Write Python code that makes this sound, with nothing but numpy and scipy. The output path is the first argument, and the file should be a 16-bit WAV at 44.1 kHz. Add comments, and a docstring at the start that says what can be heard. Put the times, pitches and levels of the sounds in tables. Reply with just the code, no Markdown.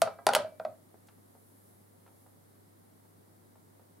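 """Hanging up a telephone

A plastic handset knocks onto its base on a wooden table, slides and snaps into the cradle, rocks to rest.
Each contact rings the hollow base, the table and the plastic shell under a sharp crack; hard blows
set a small metal part ringing faintly. A small carpeted room answers. Low hum and hiss run
throughout; a few faint handling ticks follow."""
import sys
import numpy as np
from scipy import signal
from scipy.fft import rfft, irfft, next_fast_len
from scipy.io import wavfile
from scipy.ndimage import uniform_filter1d

SR = 44100
rng = np.random.default_rng(int(sys.argv[2]) if len(sys.argv) > 2 else 0)


def dump_mix(stems):
    """Bounce the given channels to the path in sys.argv[1] as a 16-bit WAV at rate SR."""
    frames = np.atleast_2d(stems).T  # one column per channel
    limited = np.clip(frames, -1, 1)  # hard clip at full scale
    pcm = np.round(limited * 32767).astype(np.int16)
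    wavfile.write(sys.argv[1], SR, pcm)


N = 176400

# Room noise spectrum. Each row: frequency in Hz, relative level in dB.
AIR_COLOUR = [(25, -30.5), (40, -28), (65, -26), (85, -12), (125, -10.5), (170, -6), (240, -6.5),
              (350, -10), (450, -13.5), (930, -20.5), (1500, -26), (2090, -27.5), (2520, -35),
              (4000, -31.5), (6300, -34), (10300, -26.5), (13000, -28.5), (15800, -32)]
# Room noise width. Each row: frequency in Hz, side over mid in dB.
AIR_WIDTH = [(60, -12), (110, -3), (200, -2.5), (380, 1.5), (700, 4.5), (1290, 3.5), (2380, -0.5),
             (4400, -1), (8120, -1), (15000, -2)]
# High hiss envelope. Each row: time in seconds, level in dB.
HISS_LEVELS = [(0, -84), (1.1, -76.5), (1.4, -69.5), (1.7, -67), (1.95, -77.5), (2.22, -68), (2.4, -78),
               (4, -88.5)]
# High hiss spectrum. Each row: frequency in Hz, relative level in dB.
HISS_COLOUR = [(3000, -26), (8000, -9.5), (10500, 1.5), (12500, -0.5), (15000, -13)]
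# Handset hits the base. Each row: start in seconds, hollow pitch in Hz, hollow, shell and crack
# gains in dB, low-pass corner of shell and crack in Hz, ring length factor.
HANDSET_CONTACTS = [(.0182, 657, -8, -18.5, -15, 13000, 1.35), (.0745, 653.6, -38, -27.5, -33, 2421, 1.25),
                    (.1865, 691, -43, -42.5, -49, 1710, 3), (.2672, 619.2, -8, -4.5, -14, 13700, 0.5),
                    (.2892, 662, -16.5, -15, -24, 8048, 1.05), (.3145, 639, -30, -32.5, -35.5, 4000, .8),
                    (0.3286, 690.7, -36, -34.5, -36.5, 6976, .8),
                    (.3348, 740, -31.5, -18.5, -20.5, 8000, .9),
                    (.3500, 586.6, -20.5, -19, -11.5, 15000, 1.3),
                    (.3598, 629, -18.5, -19.5, -24.5, 6000, .8), (.3648, 602, -11.5, -26, -26, 11000, .9),
                    (.3885, 615, -35.5, -30, -48.5, 5000, 1), (.4465, 622, -25, -52, -45, 2000, 1),
                    (.521, 610, -39.5, -76, -64, 1930, 1.3), (.5978, 645, -26.5, -32.5, -38.5, 2970, 1.04),
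                    (.6500, 638, -18.5, -28.5, -39, 4440, .9)]
# Wooden table modes. Each row: frequency in Hz, level against the hollow in dB, T60 in seconds.
TABLE_MODES = [(116.23, -36, 0.19), (180, -31.5, .11), (235, -32, 0.15)]
# Contact crack spectrum. Each row: frequency in Hz, relative level in dB.
CRACK_COLOUR = [(100, -19.5), (300, -9.5), (600, -1), (1400, 4.5), (2100, -2.5), (3100, -3), (4500, 0),
                (6500, -6.5), (10000, -1), (13000, -10.5), (16000, -12.5)]
# Plastic shell modes. Each row: frequency in Hz, relative level in dB.
SHELL_MODES = [(430, -14), (545, -7.5), (790, -5), (950, -8.5), (1050, -14), (1260, -9), (1385, -8.5),
               (1580, -15), (1960, -18.5), (2580, -21.5), (3400, -23), (4420, -16)]
# Room tail decay. Each row: frequency in Hz, T60 in seconds.
TAIL_DECAY = [(150, .33), (600, .25), (1500, .26), (4500, .25), (10000, .18), (15000, .14)]
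# Room tail spectrum. Each row: frequency in Hz, gain in dB.
TAIL_COLOUR = [(150, -0.5), (600, -7), (1200, -5.5), (3000, -10), (6000, -12), (12000, -18)]
# Room tail width. Each row: frequency in Hz, side over mid in dB.
TAIL_WIDTH = [(150, -3.5), (600, -9), (1100, -2), (2500, -7), (10000, 1.5)]
# Blows that ring the metal part. Each row: start in seconds, level in dB.
METAL_PINGS = [(0.021, -59), (.35, -56.5)]
# Handset edge seating. Each row: start in seconds, gain in dB.
CRADLE_SNAPS = [(0.3351, -26), (0.35, -21.5)]
# Snap spectrum. Each row: frequency in Hz, relative level in dB.
SNAP_COLOUR = [(1500, -29.5), (2500, -5), (3100, 4.5), (3800, -9.5), (5000, -13), (7500, -11), (10000, -8),
               (14000, -19)]
# Handling ticks. Each row: start in seconds, gain in dB, lower and upper band edges in Hz.
HANDLING_TICKS = [(.943, -50, 199.4, 948), (1.071, -50, 5960, 12080), (1.085, -46.5, 1204, 3780),
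                  (1.18, -51.5, 99.9, 450), (1.351, -47, 298, 800), (2.063, -49, 596, 2290),
                  (2.078, -51.5, 503, 2305), (2.262, -51.5, 400, 1600), (3.05, -54.5, 700, 1197),
                  (3.556, -51.5, 450, 1296), (3.795, -51.5, 349, 1102)]
# Tick spectrum before band limiting. Each row: frequency in Hz, relative level in dB.
TICK_COLOUR = [(100, -5), (200, 2.5), (800, 2.5), (1600, -8.5), (3000, -13.5), (12000, -12)]

RING_TIME_S = np.arange(SR // 2) / SR


def amp(db):
    """Decibels to gain."""
    return 10 ** (np.asarray(db) / 20)


def unit_rms(x):
    """Scale to rms 1."""
    return x / np.sqrt(np.mean(x ** 2) + 1e-20)


def along(points, hz):
    """Interpolate (Hz, value) points on a log axis."""
    point_hz, values = np.transpose(points)
    return np.interp(np.log(hz + 1), np.log(point_hz + 1), values)


def filtered(x, response):
    """Apply a frequency response."""
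    n = x.shape[-1]
    size = next_fast_len(2 * n)
    return irfft(rfft(x, size) * response(np.fft.rfftfreq(size, 1 / SR)), size)[..., :n]


def butter(x, corner_hz, kind):
    """Second-order low-pass or high-pass."""
    return signal.lfilter(*signal.butter(2, corner_hz, kind, fs=SR), x)


def noise(colour, size):
    """Coloured noise of rms 1."""
    return unit_rms(filtered(rng.standard_normal(size), lambda hz: amp(along(colour, hz))))


def fade(t60_s, t=RING_TIME_S):
    """Exponential decay, 60 dB in t60_s."""
    return np.exp(-np.log(1000) * t / t60_s)


def mode(hz, t60_s, rise_s=.00064, t=RING_TIME_S):
    """One damped resonance."""
    return np.sin(2 * np.pi * hz * t) * fade(t60_s, t) * (1 - np.exp(-t / rise_s))


def burst(colour, envelope, smooth_hz=250):
    """Noise burst, its spectrum evened out to follow the colour."""
    raw = noise(colour, len(envelope)) * envelope
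    size = 2 * len(raw)
    spectrum = rfft(raw, size)
    power = np.abs(uniform_filter1d(np.abs(spectrum) ** 2, size=int(smooth_hz * size / SR)))
    target = amp(along(colour, np.fft.rfftfreq(size, 1 / SR)))
    even = irfft(spectrum * target / np.sqrt(power + 1e-12), size)[:len(raw)]
    return unit_rms(even) * np.sqrt(np.mean(raw ** 2))


def add(track, start_s, sound):
    """Mix a sound into the track."""
    part = track[..., round(start_s * SR):][..., :sound.shape[-1]]
    part += sound[..., :part.shape[-1]]


def room_tone(air_db=-64.5, hum_hz=99.8, hum_db=-67):
    """Low room noise, mains hum and a high hiss that swells a little."""
    t = np.arange(N) / SR
    mid = noise(AIR_COLOUR, N)
    side = filtered(noise(AIR_COLOUR, N), lambda hz: amp(along(AIR_WIDTH, hz)))
    hum = amp(hum_db) * np.sqrt(2) * np.sin(2 * np.pi * hum_hz * t)
    hiss_gain = amp(np.interp(t, *np.transpose(HISS_LEVELS)))
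    hiss = hiss_gain * np.array([noise(HISS_COLOUR, N), noise(HISS_COLOUR, N)])
    return amp(air_db) * np.array([mid + side, mid - side]) + hum + hiss


def handset(chatter_db=-18.5):
    """Each contact rings hollow base, table and shell under a crack; a firm press shortens the ring."""
    out = np.zeros((2, N))
    thud = sum(amp(db) * mode(hz, t60_s, rise_s=2 / hz) for hz, db, t60_s in TABLE_MODES)
    crack_envelope = fade(t60_s=.007) + amp(chatter_db) * fade(t60_s=.05)
    for start_s, hollow_hz, hollow_db, shell_db, crack_db, corner_hz, length in HANDSET_CONTACTS:
        hollow = mode(hollow_hz, t60_s=.045 * length, rise_s=.0016 * length)
        crack = amp(crack_db) * burst(CRACK_COLOUR, crack_envelope)
        shell = amp(shell_db) * shell_ring(length, hollow_hz)
        clack = butter(shell + crack, corner_hz, "low")  # softer contacts lose treble
        add(out, start_s, in_room(amp(hollow_db) * (hollow + thud) + clack))
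    return out


def shell_ring(length, hollow_hz, scatter_db=2.5, detune=.02):
    """Shell modes shift with each point of contact; higher ones die sooner."""
    ring = np.zeros(len(RING_TIME_S))
    for k, (hz, db) in enumerate(SHELL_MODES):
        louder, higher = rng.standard_normal(2)
        t60_s = length * .034 * (1000 / hz) ** .3
        sign = (-1) ** (k + (hz > hollow_hz))  # neighbouring modes, hollow included, swing in opposition
        ring += sign * amp(db + scatter_db * louder) * mode(hz * (1 + detune * higher), t60_s)
    return ring


def in_room(x, pan_db=-.6, wall_delay_s=.014, wall_db=-14.5, wall_corner_hz=2860, tail_delay_s=.0034):
    """Direct sound just off centre, a dull wall echo and a stereo tail whose treble dies first."""
    hz, t, bands = signal.stft(rng.standard_normal((2, len(RING_TIME_S))), SR, nperseg=256)
    t60_s = along(TAIL_DECAY, hz)[:, None]
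    gain = amp(along(TAIL_COLOUR, hz))[:, None] * np.sqrt(2 * np.log(1000) / (t60_s * SR))
    bands = bands * gain * fade(t60_s, t)
    bands[1] *= amp(along(TAIL_WIDTH, hz))[:, None]
    tail = signal.istft(bands, SR, nperseg=256)[1]
    mid, side = signal.fftconvolve(x[None], tail, axes=1)
    out = x * amp([[pan_db / 2], [-pan_db / 2]])
    add(out, wall_delay_s, amp(wall_db) * butter(x, wall_corner_hz, "low"))
    add(out, tail_delay_s, np.array([mid + side, mid - side]))
    return out


def metal_ping():
    """Hard blows ring a small metal part inside; its thin tone outlasts the clacks."""
    out = np.zeros(N)
    ping = mode(hz=2315, t60_s=.65, t=np.arange(SR) / SR)
    for start_s, db in METAL_PINGS:
        add(out, start_s, amp(db) * ping)
    return out


def cradle_snaps():
    """Short bright cracks as the handset's edge seats in the cradle."""
    out = np.zeros((2, N))
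    for start_s, db in CRADLE_SNAPS:
        add(out, start_s, in_room(amp(db) * burst(SNAP_COLOUR, fade(t60_s=.019))))
    return out


def handling_ticks():
    """Faint ticks and bumps after the hand lets go, each in its own band."""
    out = np.zeros((2, N))
    for start_s, db, low_hz, high_hz in HANDLING_TICKS:
        tick = butter(burst(TICK_COLOUR, fade(t60_s=.045)), low_hz, "high")
        add(out, start_s, in_room(amp(db) * butter(tick, high_hz, "low")))
    return out


def scene(right_lead_s=8e-6, low_cut_hz=55):
    """The telephone in a quiet room, slightly to the right."""
    delay_s = np.array([[.5], [-.5]]) * right_lead_s
    phone = filtered(handset() + cradle_snaps(), lambda hz: np.exp(-2j * np.pi * hz * delay_s))
    knocks = butter(phone + handling_ticks(), low_cut_hz, "high")  # small objects radiate no deep bass
    return knocks + metal_ping() + room_tone()


def record(dry):
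    """Steep low-pass at the band limit."""
    top_hz = 15900
    return filtered(dry, lambda hz: 1 / np.sqrt(1 + (hz / top_hz) ** 160))


dry = scene()
out = record(dry)
dump_mix(out)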